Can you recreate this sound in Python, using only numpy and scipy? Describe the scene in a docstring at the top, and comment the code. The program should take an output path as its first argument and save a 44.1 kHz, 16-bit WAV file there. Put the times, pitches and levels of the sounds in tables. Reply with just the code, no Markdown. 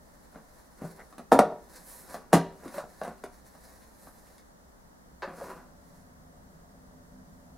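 """A workshop bench: a plastic storage box's clips snap open, the lid scrapes off and is put down aside.
Each blow bends a plastic panel, rings the box and sprays a bright crack into a small wood-lined room.
Sliding plastic sticks and slips; sleeve fibres rustle as the arms move.
Behind it lie faint room noise and mains hum, and a low drone swells towards the end."""
import sys
import numpy as np
from scipy import signal
from scipy.fft import rfft, irfft, next_fast_len
from scipy.io import wavfile
from scipy.ndimage import uniform_filter1d

SR = 44100
rng = np.random.default_rng(int(sys.argv[2]) if len(sys.argv) > 2 else 0)


def inscribe(sig):
    """Save sig as 16-bit PCM at rate SR to the path in sys.argv[1].

    A 1-D sig is mono; a 2-D sig holds one channel per row.
    Samples are clipped to [-1, 1] before scaling.
    """
    pcm = np.round(np.clip(np.atleast_2d(sig).T, -1, 1) * 32767)
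    wavfile.write(sys.argv[1], SR, pcm.astype(np.int16))


N = 334101

# bright crack of a contact: freq_hz, level_db
CRACK_SPECTRUM = [(800, -32.5), (2000, 2.5), (3000, -5.5), (4200, -4.5), (6500, -7.5), (10500, -3.5),
                  (12500, -11), (15500, -15.5)]


def clip_snaps():
    # start_s, knock_db, panel_hz, thump_db, thump_hz, clack_db, crack_db, after_db, slap_delay_s, aim_db
    snaps = [(1.319, 0, 714, -19.5, 247, -15, -26.5, -4, .026, -1),
             (1.390, 0, 620, -19.5, 232, -13, -27.5, -21, .012, 9.5),
             (2.330, -3, 690, -17, 176, -14.5, -20, -3, .016, 1)]
    release_hz, slap_hz, slip_db = 328.5, 275, -26
    rows = []
    for s, knock, panel_hz, thump, thump_hz, clack, crack, after, slap_delay_s, aim in snaps:
        spring_db, slap_db = after - 3.5, after - 8
        slip = (s - .0035, knock + slip_db, panel_hz, thump + slip_db, release_hz,
                clack + slip_db, crack - 18, 0)
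        release = (s, knock, panel_hz, thump - 9, release_hz, clack, crack, aim)
        spring = (s + .006, knock + spring_db, panel_hz * .75, thump, thump_hz,
                  clack + spring_db, crack + after + 3, aim)
        slap = (s + slap_delay_s, knock + slap_db, panel_hz, thump + after + 1.5, slap_hz,
                clack + slap_db, crack + after - 13, aim)
        rows += [slip, release, spring, slap]
    return rows


def taps(panel_hz=660, hardness_db_per_octave=33, aim_db=2):
    """Light blows of fingers and lid; a harder contact clacks more and thumps higher."""
    # start_s, knock_db, thump_db, hardness_db, crack_db
    touches = [(0.358, -36, -44.5, -10, -76), (0.819, -32, -33.5, -27, -60),
               (0.842, -31.5, -36.5, -26.5, -66), (0.994, -39.5, -63, -8, -56), (1.126, -51, -59, 4, -59),
               (1.181, -42, -45.5, -3, -45), (1.194, -35, -43, -10, -68), (1.522, -24.5, -45, -32, -77),
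               (2.143, -27, -43, -9, -44), (2.659, -52, -40.5, -7.5, -63), (2.679, -44, -54, -9, -46.5),
               (2.742, -46.5, -66, 6, -50), (2.782, -29.5, -68, -3.5, -43.5), (2.803, -43.5, -62, 6, -49),
               (2.839, -32.5, -47, -32, -59), (3.015, -20, -43.5, -12, -56), (3.034, -37, -58, -15, -43),
               (3.050, -32, -49, -8, -47), (3.078, -27, -39, -14.5, -50), (3.238, -28.5, -45.5, -7.5, -43),
               (3.551, -45.5, -62, -6, -62), (4.071, -44.5, -51.5, -1.5, -63),
               (5.412, -28, -63, -14.5, -65), (5.502, -41, -63, 2, -65)]
    rows = []
    for s, knock, thump, hardness, crack in touches:
        thump_hz = 269 * 2 ** (hardness / hardness_db_per_octave)
        rows.append((s, knock, panel_hz, thump, thump_hz, knock + hardness, crack, aim_db))
    return rows


def box_blows(contacts, ring_db=-50):
    """At each blow a panel swings, the whole box thumps and rings, the edges clack and crack."""
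    # dull shove: freq_hz, level_db
    push_spectrum = [(30, -20), (85, -9.5), (125, -15), (165, 4.5), (250, -1), (370, -3.5), (600, -19.5),
                     (1500, -49)]
    # edge contact: freq_hz, level_db
    clack_spectrum = [(150, -20), (350, -2.5), (600, 0), (1050, 9.5), (1400, 7.5), (1800, -1.5),
                      (2250, -13.5), (2900, -21.5), (4000, -15), (6000, -21), (12000, -43.5)]
    out, ring = np.zeros((2, N)), box_ring()
    push, clack, crack = pulse(push_spectrum), pulse(clack_spectrum), pulse(CRACK_SPECTRUM)
    # panel and box radiate little below their lowest modes
    panel_highpass = signal.butter(3, 250, "high", fs=SR, output="sos")
    box_highpass = signal.butter(4, 140, "high", fs=SR, output="sos")
    for s, knock_db, panel_hz, thump_db, thump_hz, clack_db, crack_db, aim_db in contacts:
        dull = signal.sosfilt(box_highpass, amp(thump_db - 1) * swing(thump_hz, swell_s=.0031))
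        knock = signal.sosfilt(panel_highpass, amp(knock_db - 3) * swing(panel_hz, swell_s=.00074))
        add(dull, 0, amp(thump_db + 17) * push)
        add(dull, .001, knock)
        for touch_s in (0, .0021 * rng.uniform(.7, 1.2)):  # the edge rebounds once
            add(dull, touch_s, amp(clack_db + 15) * clack)
        bright = np.zeros_like(dull)
        add(bright, 0, amp(crack_db + 16) * signal.fftconvolve(chatter(decay_s=.0033), crack))
        add(out, s, dull + amp(aim_db) * bright)  # aim: crack sent straight at the microphones
        add(out, s, amp(ring_db) * signal.fftconvolve(dull, ring))
        to_room = amp(-.5) * dull + amp(1) * bright  # the crack radiates sideways, so echoes more
        add(out, s, signal.fftconvolve(to_room[None], room_tail(), axes=1))
    return out


def box_ring():
    """Impulse response of the box with its trapped air."""
    # freq_hz, level_db, t60_s
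    modes = [(168, -5, 0.32), (242.4, 1, 0.056), (280, -11, .18), (388, -3.5, 0.52), (452, -2.5, 0.39),
             (476, -2, 0.19), (601, -7, 0.39), (640, -6.5, 0.048), (717, -2, 0.35), (770, -10, 0.24),
             (947, 3, 0.37), (998, 1.5, 0.16), (1126, -4, 0.28), (1295, -10, 0.21), (1467, -3, 0.23),
             (2486, -1, 0.26), (2735, 5.5, .22)]
    t = np.arange(SR // 2) / SR
    return sum(amp(db - 60 * t / t60_s) * np.cos(2 * np.pi * hz * t) for hz, db, t60_s in modes)


def lid_landing():
    """The lid's hard rim clicks down further off, then its face clatters."""
    # touchdowns: start_s, level_db
    impacts = [(5.222, -31), (5.225, -22)]
    # lid face: freq_hz, density_db
    face_spectrum = [(88, -31), (150, -13), (314, -27.5), (359, -4.5), (487, -12), (545, 2.5), (812, -11.5),
                     (982, -2), (1160, -6.5), (1800, -11), (3370, -30.5), (4750, -27.5), (14000, -62)]
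    # lid rim: freq_hz, level_db
    rim_spectrum = [(400, -38), (1000, -1), (1700, 9), (2800, -16), (4500, -7), (7000, -32), (12000, -29)]
    out, face = np.zeros((2, N)), pulse(face_spectrum)
    for s, db in impacts:
        clatter = amp(db + 15) * signal.fftconvolve(chatter(decay_s=.0064), face)
        add(out, s, with_echoes(clatter, room_db=1))
    s, db = impacts[0]
    add(out, s, with_echoes(amp(db + 13) * pulse(rim_spectrum), room_db=2.5))
    return out


def plastic_slides(ring_db=-54):
    """Fingers, clip and rim stick and slip; the slips ring the box and the lid flexes."""
    # plastic sliding: peak_s, level_db, rise_s, fall_s
    slide_strokes = [(0.362, -52.5, 0.063, .05), (0.822, -46.5, 0.044, 0.086), (1.004, -51.5, 0.055, 0.028),
                     (2.144, -50, 0.19, 0.17), (2.317, -43.5, 0.011, .025), (2.658, -39.5, 0.056, 0.031),
                     (2.785, -38.5, .075, 0.027), (3.06, -41, .05, 0.08), (5.28, -43.5, 0.025, 0.1),
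                     (5.42, -46.5, 0.13, 0.12), (5.506, -46, 0.14, .17)]
    # freq_hz, density_db
    slide_spectrum = [(88, -45.5), (150, -7.5), (298, -6), (456, -10), (546, 1.5), (661, -8.5),
                      (1470, -9.5), (2580, -27), (4000, -37.5), (5200, -46), (8800, -120)]
    rub_strokes = [(1.005, -49, .016, .035)]
    # freq_hz, density_db
    rub_spectrum = [(900, -34.5), (1450, -7.5), (1900, -0.5), (2150, -4.5), (2500, -32), (5000, -43)]
    # flexing plastic sings: start_s, level_db, pitch_hz, swell_s
    flexes = [(2.657, -32.5, 326, 0.0027), (2.741, -38.5, 560, 0.0079), (2.780, -26, 592, 0.005),
              (3.240, -34, 406, 0.0035), (5.408, -38.5, 561, 0.01)]
    slips = tinted(grains(per_s=700, spread_db=1), slide_spectrum) * strokes(slide_strokes) * amp(-2)
    rub = tinted(grains(per_s=2900, spread_db=1.5), rub_spectrum) * strokes(rub_strokes)
    ring = amp(ring_db) * signal.oaconvolve(slips, box_ring())[:N]
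    out = rub + in_room(slips + ring, room_db=.5)
    for s, db, hz, swell_s in flexes:
        add(out, s, with_echoes(amp(db) * swing(hz, swell_s), room_db=-7))
    return out


def sleeves(folds_db=2.5):
    """Cloth fibres hiss and tick as the arms move; folds catch and let go."""
    # arm movements: peak_s, level_db, rise_s, fall_s
    arm_strokes = [(0.55, -63.5, 1.5, 0.74), (0.845, -54.5, 0.14, 0.11), (0.96, -62.5, 0.22, .5),
                   (1.757, -48.5, 0.093, 0.041), (1.95, -53, 0.41, 0.22), (2.14, -50, 0.18, 0.082),
                   (2.68, -57.5, 0.21, 0.088), (2.76, -45, 0.091, 0.047), (3.03, -57, 0.51, 0.23),
                   (3.4, -62, 0.28, 0.028), (3.465, -55.5, 0.033, 0.05), (3.65, -56.5, 0.31, 0.39),
                   (4.075, -57.5, 0.25, .055), (4.17, -59.5, 0.059, 0.16), (4.32, -61.5, 0.18, .14),
                   (5.45, -50.5, 0.18, 0.16), (5.97, -64.5, 0.33, 0.11)]
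    # freq_hz, density_db
    cloth_spectrum = [(180, -39), (300, -3), (454, -4.5), (582, 3), (911, -8), (1010, -1), (1170, -9),
                      (1770, -4), (3160, -27.5), (3990, -11), (7010, -12), (11000, -9.5), (15800, -17.5)]
    # cloth sweeping fast over plastic: peak_s, level_db, rise_s, fall_s
    sweeps = [(1.895, -50.5, 0.11, 0.23), (2.005, -55, 0.16, 0.046), (4.02, -63.5, .12, 0.35)]
    # freq_hz, density_db
    sweep_spectrum = [(4000, -20), (8000, -7), (11000, -2), (13000, -3.5), (15800, -15)]
    # cuff and fingers: start_s, level_db
    ticks = [(3.1807, -52), (3.4521, -63), (3.8194, -52), (4.27, -52), (4.3804, -44)]
    folds = unit(uniform_filter1d(uniform_filter1d(rng.standard_normal(N), size=700), size=500))
    fibres = tinted(grains(per_s=7400, spread_db=.5), cloth_spectrum)
    cloth = fibres * strokes(arm_strokes) * amp(folds_db * folds - 1)
    cloth += tinted(rng.standard_normal(N), sweep_spectrum) * strokes(sweeps) * amp(1)
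    for s, db in ticks:
        add(cloth, s, amp(db + 13) * signal.fftconvolve(chatter(decay_s=.0027), pulse(CRACK_SPECTRUM)))
    return in_room(cloth, room_db=.5)


def drone(start_s=4.74, swell_s=.97, full_db=-55):
    """Noise in a few low, narrow resonances swells up."""
    # centre_hz, width_hz, level_db
    resonances = [(83.4, 20, -4.5), (167, 36, -1.5), (194.2, 4.2, -2.5), (254, 13, -1), (433, 44, -18.5),
                  (580, 13, -8), (697, 87, -16.5), (970, 83, -27)]
    size = next_fast_len(N)
    shape = sum(amp(db) / (1 + ((bins(size) - hz) / width_hz * 2) ** 2) for hz, width_hz, db in resonances)
    noise = unit(irfft(rfft(rng.standard_normal(size)) * shape, size)[:N])
    running_s = np.maximum(np.arange(N) / SR - start_s, 0)
    return noise * amp(full_db) * (1 - np.exp(-running_s / swell_s))


def room_noise(noise_db=-56, hum_hz=60, hum_db=-70.5):
    """Steady noise with a trace of mains hum."""
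    # freq_hz, density_db
    noise_spectrum = [(12, -24.5), (20, -7), (65, -7.5), (90, -17.5), (145, -14.5), (167, -9.5),
                      (247, -11.5), (375, -19), (586, -15), (775, -18.5), (843, -17.5), (1890, -25),
                      (2430, -39), (5950, -33), (15800, -38)]
    # left to right: freq_hz, correlation
    noise_coherence = [(60, 0.73), (250, 0.19), (700, -0.085), (1500, -0.48), (6000, -0.23), (12000, -0.25)]
    noise = tinted(mic_pair(rng.standard_normal((2, N)), noise_coherence), noise_spectrum)
    hum = np.sqrt(2) * np.sin(2 * np.pi * hum_hz * np.arange(N) / SR)
    return amp(noise_db) * noise + amp(hum_db) * hum


def room_tail(gap_s=.0036, build_s=.0018, early_s=.025):
    """Dense echoes: strong ones from bench and wall first, then each band dies at its own rate."""
    # freq_hz, t60_s
    decay_times = [(100, 0.61), (250, .36), (700, .42), (1800, 0.43), (4000, 0.44), (8000, .26),
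                   (14000, 0.23)]
    # left to right: freq_hz, correlation
    echo_coherence = [(100, .98), (600, .98), (2000, .95), (4000, .85), (7000, .74), (10500, .66),
                      (12000, .3), (15000, .35)]
    t = np.arange(SR // 3) / SR
    echoes = rng.choice([-1., 1.], (2, len(t))) * (rng.random((2, len(t))) < .25)
    hz, frame_s, bands = signal.stft(mic_pair(echoes, echo_coherence), SR, nperseg=256)
    decay = np.exp(-np.log(1000) * frame_s / read(decay_times, hz)[:, None])
    tail = signal.istft(bands * decay, SR, nperseg=256)[1][:, :len(t)]
    near_walls = 1 + 4.1 * np.exp(-t / early_s)
    tail = tail * np.clip((t - gap_s) / build_s, 0, 1) * near_walls
    return tail / np.linalg.norm(tail[0])


def in_room(x, room_db):
    """A full-length layer with its echoes, at the same power."""
    wet = signal.oaconvolve(x[None], room_tail(), axes=1)[:, :N]
    return (x + amp(room_db) * wet) / np.hypot(1, amp(room_db))


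def with_echoes(sound, room_db):
    """A short sound in stereo; each place on the bench has its own echoes."""
    both = amp(room_db) * signal.fftconvolve(sound[None], room_tail(), axes=1)
    add(both, 0, sound)
    return both


def off_centre(x):
    """From one side, treble reaches the two microphones with unequal level and phase."""
    # freq_hz, left_minus_right_db
    balance = [(100, .7), (1000, .4), (4500, 0), (8500, -2), (11500, -5.5), (14000, 1)]
    # freq_hz, left_lead_rad
    phase_lead = [(3000, 0), (11400, -.2), (12400, 1.9), (13500, 1.9), (15500, 0)]
    size = next_fast_len(N)
    half = amp(read(balance, bins(size)) / 2) * np.exp(.5j * read(phase_lead, bins(size)))
    return irfft(rfft(x, size) * np.array([half, 1 / half]), size)[:, :N]


def mic_pair(x, coherence):
    """Correlates two independent signals, as two close microphones hear a diffuse field."""
    size = next_fast_len(x.shape[1])
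    left, other = rfft(x, size)
    correlation = np.clip(read(coherence, bins(size)), -1, 1)
    right = correlation * left + np.sqrt(1 - correlation ** 2) * other
    return irfft(np.array([left, right]), size)[:, :x.shape[1]]


def swing(hz, swell_s):
    """A panel's vibration peaks at swell_s and dies away."""
    t = np.arange(4096) / SR
    return t / swell_s * np.exp(1 - t / swell_s) * np.sin(2 * np.pi * hz * t)


def chatter(decay_s, rise_s=.0008):
    """A contact closes and rattles briefly; energy 1."""
    t = np.arange(2048) / SR
    burst = rng.standard_normal(len(t)) * np.exp(-t / decay_s) * (1 - np.exp(-t / rise_s))
    return burst / np.linalg.norm(burst)


def grains(per_s, spread_db):
    """Random tiny slips of uneven size; rms 1."""
    size = amp(spread_db * np.minimum(rng.exponential(1, N), 4))
    return unit(size * rng.standard_normal(N) * (rng.random(N) < per_s / SR))


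def strokes(rows, drop_db=19.5, roundness=1.26):
    """Gain of strokes that speed up, peak and slow; overlaps add in power."""
    t, power = np.arange(0, N, 32) / SR, 0
    for peak_s, db, rise_s, fall_s in rows:
        away = np.maximum((peak_s - t) / rise_s, (t - peak_s) / fall_s)
        power = power + amp(db - drop_db * away ** roundness) ** 2
    return np.interp(np.arange(N) / SR, t, np.sqrt(power))


def pulse(spectrum, size=2048):
    """Minimum-phase pulse with this spectrum; energy 1."""
    log_gain = np.log(amp(read(spectrum, abs(np.fft.fftfreq(size, 1 / SR)))))
    response = np.fft.ifft(np.exp(np.conj(signal.hilbert(log_gain)))).real
    return response / np.linalg.norm(response)


def tinted(x, spectrum):
    """Filters by a spectrum; rms 1."""
    size = next_fast_len(N)
    return unit(irfft(rfft(x, size) * amp(read(spectrum, bins(size))), size)[..., :N])


def read(points, hz):
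    """Interpolates a table over log frequency."""
    point_hz, value = np.transpose(points)
    return np.interp(np.log(hz + 1), np.log(point_hz + 1), value)


def add(mix, start_s, sound):
    part = mix[..., round(start_s * SR):][..., :sound.shape[-1]]
    part += sound[..., :part.shape[-1]]


def amp(db):
    return 10 ** (np.asarray(db) / 20)


def unit(x):
    return x / np.sqrt(np.mean(x ** 2) + 1e-20)


def bins(size):
    return np.fft.rfftfreq(size, 1 / SR)


def scene():
    """The box is handled over the workshop's background."""
    handling = box_blows(clip_snaps() + taps()) + lid_landing() + plastic_slides() + sleeves()
    return off_centre(handling) + room_noise() + drone()


def record(dry, ceiling=.96, cutoff_hz=15900):
    """Rounds off peaks near full scale, then limits the band."""
    rounded = dry / (1 + (dry / ceiling) ** 8) ** (1 / 8)
    lowpass = signal.firwin(511, cutoff_hz, window=("kaiser", 9), fs=SR)
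    return signal.oaconvolve(rounded, lowpass[None], "same")


dry = scene()
out = record(dry)
inscribe(out)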